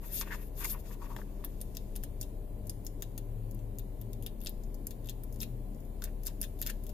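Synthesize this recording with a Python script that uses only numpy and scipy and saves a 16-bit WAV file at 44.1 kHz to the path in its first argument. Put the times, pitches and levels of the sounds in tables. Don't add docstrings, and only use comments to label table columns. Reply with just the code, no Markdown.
import sys
import numpy as np
from scipy import signal
from scipy.fft import rfft, irfft
from scipy.io import wavfile
from scipy.ndimage import uniform_filter1d, map_coordinates

SR = 44100
rng = np.random.default_rng(int(sys.argv[2]) if len(sys.argv) > 2 else 0)


def boost(x):
    u = np.asarray(x, float) / 20
    return 10 ** u


def transcribe(signal):
    frames = np.atleast_2d(signal).T
    limited = np.clip(frames, -1, 1)
    pcm = np.round(limited * 32767).astype(np.int16)
    wavfile.write(sys.argv[1], SR, pcm)


N = 305613


def rms_one(x):
    return x / np.sqrt(np.mean(x ** 2) + 1e-20)


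def in_time(rows, outside=None):
    s, *columns = np.transpose(rows)
    return [np.interp(np.arange(N) / SR, s, column, outside, outside) for column in columns]


def at_hz(points, hz):
    point_hz, value = np.transpose(points)
    return np.interp(np.log(hz + 1), np.log(point_hz), value)


def drift(rate_hz):
    knots = rng.standard_normal(400)
    return map_coordinates(knots, [np.arange(N) / SR * rate_hz], order=3, mode="wrap")


def panned(db):
    return boost(np.array([db / 2, -db / 2]))


def resonance(x, hz, width_hz):
    r = np.exp(-np.pi * width_hz / SR)
    top = np.array([1, 0, -1]) * (1 - r * r) / 2
    bottom = [1, -2 * r * np.cos(2 * np.pi * hz / SR), r * r]
    return signal.lfilter(top, bottom, x + 1e-18)


def coloured(x, modes):
    click = signal.unit_impulse(2048)
    ring = 0
    for k, (hz, width_hz, db) in enumerate(modes):
        once = resonance(click, hz, 0.89 * width_hz)
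        ring = ring + (-1) ** k * boost(db) * resonance(once, hz, width_hz)
    return signal.oaconvolve(x, ring[None] / np.linalg.norm(ring))[:, :N]


def crackle(per_s, spread_db, smooth):
    sizes = boost(spread_db * np.minimum(rng.exponential(1, N), 4)) * rng.choice([-1, 1], N)
    slips = sizes * (rng.random(N) < per_s / SR)
    return rms_one(rms_one(slips) + smooth * rng.standard_normal(N))


# pitch_hz, likeness (1 same, 0 or below unlike)
LIKENESS = [(60, 0.97), (180, 0.89), (550, 0.38), (1650, -0.7), (4970, -0.13), (15000, -0.017)]
# pitch_hz, left_minus_right_db
NOISE_LEAN = [(60, 5), (380, 3.5), (2380, 3.5), (15000, -1.5)]


def stereo_noise(spectrum):
    hz = np.arange(N // 2 + 1) * SR / N
    mid, side = rfft(rng.standard_normal((2, N)))
    alike = np.clip(at_hz(LIKENESS, hz), 0, 1)
    pair = np.sqrt(1 + alike) * mid + np.sqrt(1 - alike) * side * [[1], [-1]]
    out = irfft(pair * boost(at_hz(spectrum, hz)) * panned(at_hz(NOISE_LEAN, hz)), N)
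    return out / np.std(out.mean(axis=0))


# pitch_hz, level_db (per Hz)
HISS = [(760, -46), (1300, -3.5), (1900, -2), (3100, -4.5), (4300, -6), (5700, -10), (6800, -5),
        (8000, -6.5), (8600, -10.5), (9500, -0.5), (11200, -3.5), (12800, 2), (15600, -4), (17000, -2.5)]


def microphone_hiss():
    return boost(-67 + 0.22 * drift(3.2)) * stereo_noise(HISS)


# pitch_hz, level_db (per Hz)
RUMBLE = [(12, -15.5), (22, -2.5), (45, -0.5), (80, -2.5), (130, -5.5), (165, -9.5), (250, -11.5),
          (420, -13), (620, -18), (820, -24), (1100, -31.5), (1400, -46), (2200, -52), (4000, -64)]


def cabin_rumble():
    return boost(-47.5) * stereo_noise(RUMBLE)


# pitch_hz, width_hz, level_db
HUMS = [(120.6, 9.6, -59), (199.5, 9.2, -58.5), (285.3, 26, -62.5), (395, 34, -63.5), (606, 10.6, -69.5),
        (1013, 34, -82.5)]


def hums():
    out = 0
    for hz, width_hz, db in HUMS:
        shaking = rng.standard_normal((1, N)) + 0.18 * rng.standard_normal((2, N))
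        ringing = resonance(resonance(shaking, hz, width_hz), hz, width_hz)
        out = out + boost(db) * rms_one(ringing)
    return out * panned(1.7)[:, None]


def tone(hz, db, lag):
    turns = np.cumsum(hz) / SR
    return np.sqrt(2) * boost(db) * np.sin(2 * np.pi * turns + np.array([[-lag], [0]]) + 0.54)


# time_s, pitch_hz, level_db
FAR_LOW = [(1.5, 103.6, -59), (2.902, 107.9, -54.5), (3.58, 109.6, -44.5), (3.85, 110.6, -53),
           (4.15, 111.6, -43.5), (4.45, 114.6, -70), (4.8, 115.5, -54.5), (5.299, 118.9, -51),
           (5.949, 121.2, -58)]
# time_s, pitch_hz, level_db
FAR_HIGH = [(3.798, 228.1, -97), (4.0, 227, -62.5), (4.35, 227.7, -53.5), (4.65, 228, -61),
            (4.95, 228.4, -60), (5.2, 229.3, -62.5), (5.45, 229.4, -51), (5.9, 229.8, -63.5),
            (6.9, 230.4, -61.5)]


def far_vehicle():
    out = 0
    for rows in FAR_LOW, FAR_HIGH:
        hz, db = in_time(rows, outside=-150)
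        out = out + tone(hz + 1.0 * drift(5.5), db + 2.5 * drift(7.0), lag=0.45)
    return out * panned(6.2)[:, None]


# time_s, pitch_hz, level_db
IDLE = [
    (0.1, 34.3, -42.5),
    (2.5, 33.65, -42),
    (5, 34.3, -41.5),
    (6.85, 34.1, -41),
]
# thirds, level_db (re firing)
THIRDS = [(2, -14.5), (5, -16), (6, -27), (7.5, -30)]


def engine():
    hz, db = in_time(IDLE)
    out = tone(hz, db + 1.2 * drift(7.2), lag=0.29)
    for thirds, re_db in THIRDS:
        third_hz = hz * thirds / 3 + 0.5 * drift(2.12)
        out += tone(third_hz, db + re_db + 7.7 * np.tanh(drift(2.03)), lag=0.05)
    return out * panned(5.1)[:, None]


# pitch_hz, width_hz, level_db
SPINE = [
    (1004, 260, 0),
    (1016, 250, -1.2),
    (1696, 166, 0.013),
]
# start_s, peak_db, high_creak_share (0-1)
CREAKS = [(0.212, -37, 0), (0.275, -37, 0.3), (0.307, -32, 0.84), (0.3113, -37, 0.9), (0.317, -35, 1),
          (0.3223, -29, 0.8), (0.327, -29.5, 0.8), (0.331, -33, 0.8), (0.336, -33, 0.45), (0.34, -40, 0.8),
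          (0.344, -37, 0.3), (0.349, -37, 0.3), (0.353, -42, 0.2), (0.614, -40, 0.36),
          (0.6453, -34.5, 0.44), (0.65, -33, 0), (0.748, -43, 0), (0.652, -48, 0.6), (0.912, -41, 0.54),
          (1.018, -44, 0.05), (1.027, -56, 0.1), (1.044, -43, 0.05), (1.067, -55, 0.1), (1.096, -56, 0.05),
          (1.103, -45, 0), (1.112, -50, 0.1), (1.164, -33.5, 0.57), (1.186, -47, 0), (1.194, -53, 0.1),
          (1.2, -53, 0.4), (1.216, -42.5, 0.9), (1.44, -37, 0.25), (2.037, -49, 1), (3.027, -43, 0.66),
          (6.0208, -47, 0.2), (6.037, -46, 1), (6.053, -50, 1), (6.439, -40, 0.85), (6.697, -33.5, 0.85)]
# start_s, peak_db, pitch_hz
KNOCKS = [(0.2125, -37.5, 1330), (0.647, -35, 2250), (0.6525, -37, 2000), (0.648, -43, 890),
          (0.654, -46, 860), (1.02, -52, 850), (1.045, -47, 850), (1.217, -49, 1150), (1.165, -39.5, 825),
          (1.189, -39, 834), (1.197, -42, 760), (1.203, -64, 780), (6.0215, -41.5, 1390),
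          (6.028, -51, 1055)]


def creaks():
    s, db, upper = np.transpose(CREAKS)
    upper = np.clip(upper, 0, 1)
    out = np.zeros(N)
    for (hz, width_hz, level_db), share in zip(SPINE[1:], [1 - upper, upper]):
        clicks = np.zeros(N)
        clicks[(s * SR).astype(int)] = boost(db + 32.5 + level_db) * share
        out += resonance(resonance(clicks, hz, 850), hz, width_hz)
    for start_s, peak_db, hz in KNOCKS:
        i = int(start_s * SR)
        soft = resonance(signal.unit_impulse(1024), hz, 620)
        out[i:i + 1024] += boost(peak_db + 31.5) * resonance(soft, hz, 410)
    return out * panned(4.1)[:, None]


def strokes(rows):
    t, out = np.arange(N) / SR, np.zeros((2, N))
    for s, length, db, second_db in rows:
        near = slice(max(0, int((s - .3) * SR)), int((s + length + .3) * SR))
        u = t[near] - s
        rise_s, fall_s = 0.014 + 0.44 * length, 0.0065 + 0.06 * length
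        shape = 4.5 * (np.sin(np.pi * np.clip(u / length, 0, 1)) - .5)
        shape += 20 * np.minimum(u, 0) / rise_s
        shape -= 20 * np.maximum(u - length, 0) / fall_s
        out[:, near] += boost(db + shape + np.array([[0], [second_db]]))
    return out


# start_s, length_s, treble_db, middle_db (re treble)
GLIDES = [(.03, 0.056, -52.5, -8.5), (.135, 0.089, -35, -10.5), (.262, 0.034, -59, -9),
          (.31, 0.049, -50.5, -2.5), (.365, 0.12, -55, -12.5), (.565, 0.044, -52.5, -10),
          (.59, 0.037, -42.5, -9.5), (.642, 0.013, -39.5, -7), (.66, 0.02, -50, -7),
          (.675, 0.064, -36.5, -14), (.79, 0.018, -54, -8.5), (.85, 0.05, -58.5, -4.5),
          (.91, 0.035, -52.5, -8), (1.01, 0.053, -60.5, -1.5), (1.09, 0.044, -58.5, -6),
          (1.15, 0.08, -60, -6.5), (1.25, 0.78, -68, -5), (2.196, 0.0098, -66, -21),
          (2.216, 0.014, -51.5, -4), (3.0, 0.016, -63, -7), (5.406, 0.006, -53, -14),
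          (5.415, 0.018, -38.5, -12), (6.024, 0.011, -50, -13), (6.262, 0.017, -45.5, -4),
          (6.418, 0.0073, -48, -6), (6.432, 0.015, -42, -14), (6.592, 0.022, -57, -11),
          (6.619, 0.011, -45, -18), (6.659, 0.018, -46, -9), (6.694, 0.012, -41, -4),
          (6.835, 0.094, -65, -6)]
# start_s, length_s, sheet_db, spine_db (re sheet)
GRINDS = [(.025, 0.035, -65.5, 8.5), (.06, 0.19, -60.5, -10), (.212, 0.019, -45, -3), (.265, 0.03, -53, -1),
          (.308, 0.042, -41.5, -5.5), (.385, .05, -55.5, -6), (.59, 0.068, -50.5, -1.5),
          (.642, 0.015, -50, 0), (.668, 0.077, -57.5, -6), (.738, 0.02, -51, 2.5), (.765, 0.015, -57, 3),
          (.85, 0.025, -58, -4), (.905, 0.044, -59.5, 6.5), (1.012, 0.025, -59.5, 15),
          (1.05, 0.023, -54, 2), (1.093, 0.026, -66, 19), (1.122, 0.034, -62, 12), (1.185, 0.022, -56.5, 6),
          (1.28, 0.26, -69.5, 5), (5.428, 0.006, -48, -17), (6.035, 0.061, -61.5, -3),
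          (6.262, 0.047, -60, -3), (6.67, 0.037, -46, -24), (6.696, 0.008, -56, -19)]


def slides():
    levels = np.vstack([strokes(GLIDES), strokes(GRINDS)])
    # slips_per_s, size_spread_db, smooth_part, unlike_part, lumps_db, lean_db
    kinds = [(8950, 3.0, 1.1, 1.0, 1.4, 6.0), (3500, 3.9, 0.6, 1.0, 1.3, 9.1),
             (895, 1.2, 1.5, 0.68, 2.7, 3.6), (515, 4.7, 0.66, 0.17, 2.5, 4.0)]
    out = []
    for level, (per_s, spread_db, smooth, unlike, lumps_db, lean_db) in zip(levels, kinds):
        shared = crackle(per_s, spread_db, smooth)
        own = crackle(per_s, spread_db, smooth)
        friction = rms_one(shared + unlike * own * [[1], [-1]])
        lumps = boost(lumps_db * drift(50) - 9.0)
        out.append(lumps * level * friction * panned(lean_db)[:, None])
    return out


# start_s, treble_db,
# edge_db (re treble), flap_db (re treble)
PAGES = [(0.6395, -41, -8, -5), (1.4468, -36, -14, -13.5), (1.614, -39.5, -10.5, -15),
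         (1.75, -50.5, -4, -2.5), (1.7697, -43, -1.5, 0), (1.9612, -38.5, -9, -12),
         (2.0362, -42, -7.5, -3.5), (2.2128, -36, -6, -23), (2.2285, -46, -2.5, 0), (2.696, -40, -2.5, -10),
         (2.866, -43, -1.5, -10), (3.0225, -38, -4.5, -2.5), (3.1782, -43.5, -5.5, -5),
         (3.7858, -47.5, -4.5, -8), (4.2635, -40, -11.5, 1), (4.4705, -39.5, -1, 1),
         (4.8691, -39, -4.5, -16), (4.9081, -43.5, -8.5, -6), (5.0956, -41.5, -5.5, -2.5),
         (5.4039, -45, 1.5, 0), (5.4147, -44.5, -10, 6), (5.431, -41, -6, 2), (6.021, -47.5, -1, 0),
         (6.0398, -34.5, -8.5, -15), (6.2679, -34, -6.5, -17), (6.4147, -28, -16, -32),
         (6.4292, -43, -1, -1.5), (6.6156, -30.5, -13.5, -17), (6.6712, -36, -8, -5),
         (6.7001, -41, -7.5, 0.5),
         (0.2117, -39.5, -1, -3), (0.6451, -35, -5.5, -20), (0.6543, -39.5, -2, -24),
         (0.699, -48, 2.5, -19), (4.405, -54, -11, -9), (4.415, -50.5, -14, -7), (4.425, -55, -23, -1),
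         (4.437, -50, -15, -7), (4.448, -50, -14, -6), (4.4611, -42, -10, 2), (6.598, -64, -3, -11),
         (6.648, -67, -14, 0), (6.664, -33.5, -11, -6.5), (6.677, -54, -13, -6), (6.7055, -54, -14, -20),
         (1.164, -54.5, 0.5, 7), (3.5112, -52.5, -9, -35), (3.547, -55.5, -9, -26), (3.591, -67.5, 0, 3),
         (3.7948, -49, -16, -3.5), (4.0138, -47.5, -13, -7), (4.1319, -49.5, -8, -7),
         (4.269, -50, -12.5, -14), (4.494, -42, -16, -13), (4.636, -61.5, 1.5, -10),
         (4.744, -51.5, -5, -24), (5.088, -46, -6, 4), (5.236, -45, -18, -23), (5.3257, -50.5, -10.5, -27),
         (5.3433, -55, -12, -16), (5.3603, -51.5, -14, -11), (5.7473, -69, 0, -16),
         (5.8044, -60.5, -9, -26), (5.85, -62, -7, -19), (6.051, -47.5, -4, -0.5), (6.2625, -39, -4, -25),
         (6.2773, -41.5, -6, -3), (6.4388, -42, -9, -4.5), (6.6252, -35.5, -9, -1.5),
         (6.8374, -47.5, -18, -16), (6.8667, -48, -11, -10), (6.893, -47, -11, -6)]
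# start_s, treble_db, flap_db (re treble)
CATCHES = [(1.4405, -66, 13), (1.605, -54, -3), (1.7623, -54, -3), (1.9555, -48.5, -1), (1.961, -55, -15),
           (2.03, -57, 0), (2.205, -56, -18), (2.67, -48.5, -28), (2.849, -51, -19), (2.8558, -56, -13),
           (4.2248, -51, -3), (4.234, -53, -9), (6.234, -48, -18), (6.254, -50, -19), (6.4057, -57, -8),
           (6.59, -55, -7), (6.605, -56, -6), (5.3888, -61, -13), (2.655, -64, -17), (6.441, -48, 2)]
# start_s, end_s, first_db, last_db
RIFFLES = [
    (5.045, 5.072, -54.5, -49),
]
# time_s, corner_db (re treble)
CORNERS = [(0.6395, -13), (0.6455, -6), (1.165, -8), (1.4478, -10), (1.614, -1), (1.75, -2), (1.7702, -7),
           (1.9618, -4), (2.0362, 0), (2.2128, -4), (2.67, -6), (2.696, -0.5), (2.8664, -5), (3.023, -9),
           (3.1782, -2), (3.7858, -7), (4.2246, -1), (4.449, 2), (4.8691, -4), (5.4039, -10), (5.4147, 2),
           (5.431, -7), (6.236, -13), (6.255, -2), (6.2625, -4), (6.4388, -13), (6.6156, -16),
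           (6.6244, -20), (6.6712, -13), (6.7001, -5)]
CORNER_DB = -8.5


def snap_rows():
    rows = PAGES + [(s, db, -10.5, flap_db) for s, db, flap_db in CATCHES]
    for start_s, end_s, first_db, last_db in RIFFLES:
        count = round((end_s - start_s) / 0.012) + 1
        for k in np.linspace(0, 1, count):
            rows.append((start_s + k * (end_s - start_s), first_db + k * (last_db - first_db), -12, -5))
    s, db, edge_db, flap_db = np.transpose(rows)
    lean_db = 2.5 - 0.26 * (db + 34.0) - 0.5 * rng.standard_normal(len(s))
    sheet_db = -14.5 + 0.26 * flap_db
    corner_db = np.full(len(s), CORNER_DB)
    for when, re_db in CORNERS:
        corner_db[np.argmin(np.abs(s - when))] = re_db
    return np.transpose([s, db, edge_db, flap_db, sheet_db, corner_db, lean_db])


# level_db (treble, edge, flap, sheet, corner)
CLICK_DB = [-2.5, -0.5, -9, -13.5, 2]


def snaps():
    rows = snap_rows()
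    drive = np.zeros((5, 2, N + 1024))
    t = (np.arange(1000) - 100) / SR
    grit = crackle(3000, 4.3, 0.85)
    lags = rng.integers(0, 5, (len(rows), 2))
    shape = np.where(t < 0, 1.54 * np.exp(t / 0.00032), np.exp(-(np.maximum(t, 0) / 0.0013) ** 0.45))
    for (s, db, edge_db, flap_db, sheet_db, corner_db, lean_db), lag in zip(rows, lags):
        i = round(s * SR) - 100
        burst = shape * grit[i - 1000:i]
        burst *= 9.67 / np.linalg.norm(burst)
        click_db = 0.13 * (db + 39.0) + np.array(CLICK_DB)
        click = 8.75 * boost(click_db)[:, None] * (t == 0)
        parts_db = np.array([-2.5, edge_db + 0.17, flap_db - 6.0, sheet_db - 3.0, corner_db - 2.5])
        sound = boost(db + parts_db)[:, None] * (burst + click)
        for port in 0, 1:
            begin = i + lag[port]
            drive[:, port, begin:begin + 1000] += panned(lean_db)[port] * sound
    return drive[:, :, :N]


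# pitch_hz, width_hz, level_db
TREBLE = [
    (9960, 2520, 17),
    (13090, 2500, 20.5),
    (15600, 4500, -8),
    (17500, 2400, -19),
]
# pitch_hz, width_hz, level_db
EDGE = [(4990, 1040, -2.5), (6700, 1860, 0), (8700, 14000, -14.5)]
# pitch_hz, width_hz, level_db
FLAP = [(2755, 1050, -1.5), (3450, 1000, 3), (4270, 1830, -3.5)]
# pitch_hz, width_hz, level_db
SHEET = [(1640, 890, -3), (1760, 330, 3.5), (2354, 790, -5.5)]


def book_parts():
    treble, middle, sheet, spine = slides()
    rubbed = treble, boost(0.5) * middle, boost(-4.5) * middle, sheet, boost(CORNER_DB) * treble
    modes = TREBLE[1:], EDGE, FLAP, SHEET, TREBLE[:1]
    parts = [coloured(snap + rub, mode) for snap, rub, mode in zip(snaps(), rubbed, modes)]
    corner = parts.pop()
    parts[0] -= corner
    parts.append(coloured(spine, SPINE[:1]) + creaks())
    return parts


# left_ms, right_ms, level_db
ECHOES = [
    (.9, 0.3, -21.5),
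    (3.0, 3.1, -22),
    (4.6, 8.1, -42),
]


def cabin(x, cabin_t60_s):
    t = np.arange(SR // 3) / SR
    grow = np.clip(t / 0.00094, 0, 1)
    response = 0
    for t60_s, db in (cabin_t60_s, -1), (0.42, -16):
        tail = grow * boost(-60 * t / t60_s)
        response = response + boost(db) * tail / np.linalg.norm(tail) * rng.standard_normal((2, len(t)))
    response[:, 0] = 1
    for k, (left_ms, right_ms, db) in enumerate(ECHOES):
        delays = [round(left_ms * SR / 1000), round(right_ms * SR / 1000)]
        response[[0, 1], delays] += boost(db) * (-1) ** k
    return signal.oaconvolve(x, response, axes=1)[:, :N]


# fade_by_60_db_s (treble, edge, flap, sheet, spine)
CABIN_T60_S = [0.025, 0.031, 0.098, 0.055, 0.028]
# pitch_hz, left_minus_right_db
BOOK_LEAN = [(1000, 0.5), (2000, -0.7), (4000, 0), (7500, 1), (10000, -4.5), (13000, 1)]


def book():
    near = sum(map(cabin, book_parts(), CABIN_T60_S))
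    hz = np.arange(N // 2 + 1) * SR / N
    return irfft(rfft(near) * panned(at_hz(BOOK_LEAN, hz)), N)


def scene():
    background = microphone_hiss() + cabin_rumble() + hums() + far_vehicle() + engine()
    return background + book()


def drop_faint_bands(x):
    hz, _, cells = signal.stft(x, SR, nperseg=2048, boundary="even")
    power = np.abs(cells.mean(axis=0)) ** 2
    smooth = uniform_filter1d(uniform_filter1d(power, size=10, axis=0), size=3, axis=1)
    level = np.log(smooth + 1e-20)
    level -= .6 * uniform_filter1d(level, size=48, axis=0)
    level -= .85 * np.median(level, axis=1, keepdims=True)
    inside = (hz > 1300) & (hz < 9000)
    gone = inside[:, None] & (level < np.quantile(level[inside], .09))
    return signal.istft(cells * ~gone, SR, nperseg=2048)[1][:, :N]


def low_pass(x):
    return signal.sosfilt(signal.butter(12, 16830, fs=SR, output="sos"), x)


def record(dry):
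    top_hz, cutoff_hz = 15550, 16650
    both_ways = np.hstack([dry, dry[:, ::-1]])
    hz, spectrum = np.arange(N + 1) * SR / (2 * N), rfft(both_ways)
    main = irfft(spectrum * (hz <= top_hz))[:, :N]
    slope = np.clip((cutoff_hz - hz) / 400, 0, 1)
    top = irfft(spectrum * (hz > top_hz) * slope)[:, :N]
    power = uniform_filter1d((np.diff(both_ways, 2)[:, :N] ** 2).sum(axis=0), size=64)
    before = np.roll(uniform_filter1d(power, size=600), 400)
    attack = power > boost(28) * before
    around = uniform_filter1d(1. * attack, size=200) > 1e-6
    gate = uniform_filter1d(1. * around, size=200)
    return low_pass(drop_faint_bands(main) + gate * top)


dry = scene()
out = record(dry)
transcribe(out)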